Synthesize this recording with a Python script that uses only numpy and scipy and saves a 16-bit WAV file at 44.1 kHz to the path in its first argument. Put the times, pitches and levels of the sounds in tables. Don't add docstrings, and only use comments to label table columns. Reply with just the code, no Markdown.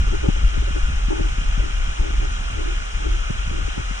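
import sys
import numpy as np
from scipy import signal
from scipy.fft import rfft, irfft
from scipy.io import wavfile
from scipy.ndimage import uniform_filter1d

SR = 44100
rng = np.random.default_rng(int(sys.argv[2]) if len(sys.argv) > 2 else 0)


def put_to_file(sound):
    columns = np.atleast_2d(sound).T
    safe = np.clip(columns, -1, 1)
    whole_steps = np.round(safe * 32767)
    wavfile.write(sys.argv[1], SR, whole_steps.astype(np.int16))


N = 176400
T = np.arange(N) / SR
HZ = np.maximum(np.arange(N // 2 + 1) * SR / N, 1)
OPPOSED = np.array([[1], [-1]])
TOP_HZ = 13200
GUST_PAN_DB, GUST_ROUGH_PER_S = 3.5, 110


def water(mid_db=-38, side_db=-34):
    # frequency_hz, relative_db
    mid_spectrum = [(200, -4), (300, -15.5), (400, -8), (500, -11.5), (670, -9), (760, -7.5), (980, -8),
                    (1090, -6.5), (1200, -2.5), (1350, -0.5), (1480, 1.5), (1580, -7), (1690, -3.5),
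                    (1800, -6.5), (2050, -7), (2350, -4.5), (2600, -5.5), (2720, -6.5), (2820, 1),
                    (3030, -6.5), (3240, -0.5), (3440, -11), (3600, -8), (3750, -16.5), (4050, -14),
                    (4400, -30), (4650, -19.5), (5050, -15.5), (5450, -10.5), (5800, -11.5), (6350, -10),
                    (6800, -13.5), (7200, -16.5), (8000, -17.5), (9700, -25), (10300, -28.5),
                    (11200, -42.5), (13000, -48.5)]
    # frequency_hz, relative_db
    side_spectrum = [(100, -7), (240, -9.5), (400, -12), (500, -11), (650, -7.5), (740, -7.5), (860, -4),
                     (990, -12), (1080, -3), (1170, -1.5), (1280, -12.5), (1350, 2), (1470, -1.5),
                     (1630, -7), (1720, -8.5), (1900, -11.5), (2030, -10), (2200, -11), (2440, -1),
                     (2580, -9.5), (2740, -16), (3000, -4.5), (3200, -7), (3480, -36), (3720, -10),
                     (4000, -18.5), (4600, -20), (4900, -18), (5500, -23.5), (5850, -16), (6200, -20.5),
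                     (6750, -14), (7200, -26), (8200, -25.5), (9700, -37), (10300, -33), (11200, -51),
                     (13000, -58)]
    # frequency_hz, left_over_right_db
    balance = [(300, 0.5), (900, -1.5), (1250, -0.5), (1500, 1.5), (1850, 4.5), (2150, -1), (2550, 0),
               (2900, 1), (3250, 15.5), (3600, -14.5), (4400, 7), (5600, -7), (6700, 4), (7800, -3),
               (10000, 2)]
    # frequency_hz, share (-1 to 1)
    right_lead = [(300, -0.69), (800, 0.34), (1200, 0.85), (1500, 0.75), (1950, 0.4), (2250, 1),
                  (2700, -0.16), (3600, .1), (4000, -.5), (4700, .2), (5500, -.35), (7000, -.3), (9000, 0)]
    mid = colour(mid_spectrum) * undb(mid_db)
    side = colour(side_spectrum) * undb(side_db)
    power_ratio = undb(over_hz(balance)) ** 2
    in_phase = (power_ratio - 1) / (power_ratio + 1) * (mid ** 2 + side ** 2) / (2 * mid * side)
    alike = in_phase - 1j * over_hz(right_lead)
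    alike = alike / np.maximum(abs(alike) / .95, 1)
    direct, scattered = churn(), churn()
    difference = alike * direct + np.sqrt(1 - abs(alike) ** 2) * scattered
    return irfft(mid * direct, N) + OPPOSED * irfft(side * difference, N)


def churn(bands=10, flicker_db=0.79, flicker_per_s=42, swell_db=-0.2):
    white = rfft(rng.standard_normal(N))
    swell = swell_db * walk(per_s=8.3)
    centres_hz = np.geomspace(500, TOP_HZ, bands)
    band_index = np.interp(np.log(HZ), np.log(centres_hz), np.arange(bands))
    out = 0
    for k in range(bands):
        band = irfft(white * np.maximum(1 - abs(band_index - k), 0), N)
        out = out + band * undb(flicker_db * walk(flicker_per_s) + swell)
    return rfft(out)


def rumble(gain_db=-2, side_db=-15.5, split_hz=113, patchy_db=3.5):
    # frequency_hz, relative_db
    spectrum = [(8, -35), (18, -7), (27, -3.5), (38, 2), (50, -3), (65, -11.5), (85, -20), (120, -31.5),
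                (180, -34.5), (280, -45), (500, -56), (2000, -110)]
    # time_s, level_db
    draught = [(0, -12), (.1, -14.5), (.2, -20.5), (.3, -15), (.46, -18), (.51, -22), (.59, -13.5),
               (.66, -18), (.78, -17.5), (.85, -23), (.94, -13), (1, -19), (1.04, -13.5), (1.17, -23.5),
               (1.23, -13.5), (1.33, -20.5), (1.42, -15), (1.6, -17), (1.7, -23.5), (1.77, -16),
               (1.9, -18.5), (1.97, -31.5), (2.01, -12), (2.07, -23.5), (2.19, -13.5), (2.27, -19.5),
               (2.5, -22.5), (2.64, -20), (2.79, -18.5), (2.91, -29), (2.96, -17), (3.01, -23), (3.12, -14),
               (3.28, -23), (3.4, -20.5), (3.57, -21), (3.63, -17), (3.75, -27), (3.92, -21), (4, -31)]
    push = even_out(noise(spectrum), window_s=0.0573)
    fast = irfft(rfft(push) / (1 + (split_hz / HZ) ** 6), N)
    push = push + fast * (undb(patchy_db * walk(per_s=48)) - 1)
    ports = push * pan(db=1.5) + OPPOSED * undb(side_db) * noise(spectrum)
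    return ports * undb(np.interp(T, *np.array(draught).T) + gain_db)


def eddies(lag_ms=1):
    # middle_s, half_width_ms, level_db
    thumps = [(0.289, 1.31, -6.5), (0.441, 2.1, -18), (0.45, 5.4, -8), (0.469, 6.5, -11),
              (.578, 1.36, -20.5), (0.709, 1.04, -22.5), (.845, 6.3, -9), (0.936, 6.6, -12),
              (1.086, 1.1, -19.5), (1.21, 1.2, -19), (1.385, 1, -22), (1.495, 3.8, -15.5),
              (1.579, 1.2, -20), (1.599, 4.8, -12.5), (2.005, 4.2, -19), (2.107, 0.83, -24),
              (2.415, 0.97, -37), (3.306, 1.52, -14.5), (3.477, 1.66, -21), (3.515, 0.97, -22.5),
              (3.781, 1.1, -19.5), (3.801, 2.34, -19.5), (3.912, 1.07, -23)]
    out = 0
    for middle_s, half_width_ms, level_db in thumps:
        passage = ((T - middle_s) * 1000 - OPPOSED * lag_ms / 2) / half_width_ms
        out = out + undb(level_db) * passage * np.exp((1 - passage ** 2) / 2)
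    return out * pan(db=3.5)


def flutter(rise_share=0.38, gain_db=-1.5, rough_db=1):
    # peak_s, length_s, low_db, mid_db, upper_db
    gusts = [(.083, 0.021, -30.5, -49, -49), (0.136, 0.039, -22.5, -39, -33), (.248, 0.045, -22, -30, -33),
             (0.289, 0.024, -22, -35, -27), (0.368, 0.025, -33.5, -34.5, -36),
             (.544, 0.035, -35.5, -48, -55), (.624, .02, -30.5, -46, -41), (0.681, 0.035, -34, -37.5, -48),
             (0.765, 0.038, -25.5, -37, -46), (1.118, 0.03, -17, -31.5, -25.5),
             (1.158, .05, -29.5, -52, -35), (1.198, 0.04, -22.5, -34, -34), (1.25, 0.039, -29, -45, -37),
             (1.6, 0.014, -32, -25.5, -50), (1.642, 0.086, -33.5, -49, -55), (1.999, 0.037, -31, -51, -34),
             (2.052, 0.092, -31.5, -40, -41), (2.14, 0.02, -34, -53, -40), (2.233, 0.059, -32, -43, -38),
             (2.594, 0.085, -31.5, -41, -52), (2.674, 0.058, -31, -54, -58), (3.009, 0.035, -38, -48, -38),
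             (3.063, 0.049, -27.5, -40, -37), (3.303, .018, -30, -52, -39), (3.546, 0.08, -33, -49, -46),
             (3.782, 0.047, -32.5, -43, -40)]
    # opposed_hz, width_hz, common_hz, common_db
    hollows = [(317, 119, 361.4, -9.5), (540, 130, 546, -13.5), (854, 100, 797, -16.5)]
    power, out = 0, 0
    for peak_s, length_s, *levels_db in gusts:
        span_s = length_s * np.where(T < peak_s, rise_share, 1 - rise_share)
        envelope = np.exp(-((T - peak_s) / span_s) ** 2)
        power = power + np.outer(undb(levels_db), envelope) ** 2
    for hollow, swell in zip(hollows, np.sqrt(power)):
        out = out + swell * resonance(*hollow)
    return out * undb(gain_db + rough_db * walk(GUST_ROUGH_PER_S))


def resonance(opposed_hz, width_hz, common_hz, common_db):
    def whirls(centre_hz):
        gain = 1 / (1 + ((HZ ** 2 - centre_hz ** 2) / (HZ * width_hz)) ** 4)
        air = irfft(rfft(rng.standard_normal(N)) * gain, N)
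        return even_out(air, window_s=0.029)
    return OPPOSED * whirls(opposed_hz) * pan(GUST_PAN_DB) + undb(common_db) * whirls(common_hz)


def swoops(pitch_hz=335, fall_octaves_per_s=100, half_width_s=0.0095):
    # middle_s, level_db
    whirls = [(.436, -34), (.576, -25), (1.38, -33), (2.107, -45), (3.304, -26), (3.516, -29), (3.591, -29),
              (3.685, -26)]
    out = 0
    for middle_s, level_db in whirls:
        hz = pitch_hz * 2 ** np.clip(-fall_octaves_per_s * (T - middle_s), -2, 2)
        phase = 2 * np.pi * (np.cumsum(hz) / SR + rng.random())
        envelope = np.exp(-((T - middle_s) / half_width_s) ** 2)
        out = out + undb(level_db) * envelope * np.sin(phase)
    return OPPOSED * out * pan(GUST_PAN_DB)


def singing(pitch_hz=350, rough_db=3):
    # middle_s, length_s, level_db
    gusts = [(2.703, 0.076, -33), (3.108, 0.14, -33.5)]
    swell = 0
    for middle_s, length_s, level_db in gusts:
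        swell = swell + undb(level_db) * np.exp(-(2 * (T - middle_s) / length_s) ** 2)
    rough = undb(rough_db * walk(GUST_ROUGH_PER_S))
    return swell * rough * resonance(pitch_hz, width_hz=33, common_hz=pitch_hz, common_db=-10.5)


def undb(db):
    return 10 ** (np.asarray(db) / 20)


def over_hz(points):
    hz, value = np.array(points, float).T
    return np.interp(np.log(HZ), np.log(hz), value)


def colour(points):
    gain = undb(over_hz(points))
    return gain / np.sqrt(np.mean(gain ** 2))


def noise(points):
    return irfft(rfft(rng.standard_normal(N)) * colour(points), N)


def even_out(sound, window_s):
    return sound / np.sqrt(uniform_filter1d(sound ** 2, int(window_s * SR)))


def walk(per_s):
    wander = irfft(rfft(rng.standard_normal(N)) * np.exp(-(HZ / per_s) ** 2), N)
    return (wander - wander.mean()) / wander.std()


def pan(db):
    return undb(OPPOSED * db / 2)


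def scene():
    return water() + rumble() + flutter() + singing() + swoops() + eddies()


def record(dry):
    return signal.sosfilt(signal.ellip(8, .2, 70, TOP_HZ, fs=SR, output="sos"), dry)


dry = scene()
out = record(dry)
put_to_file(out)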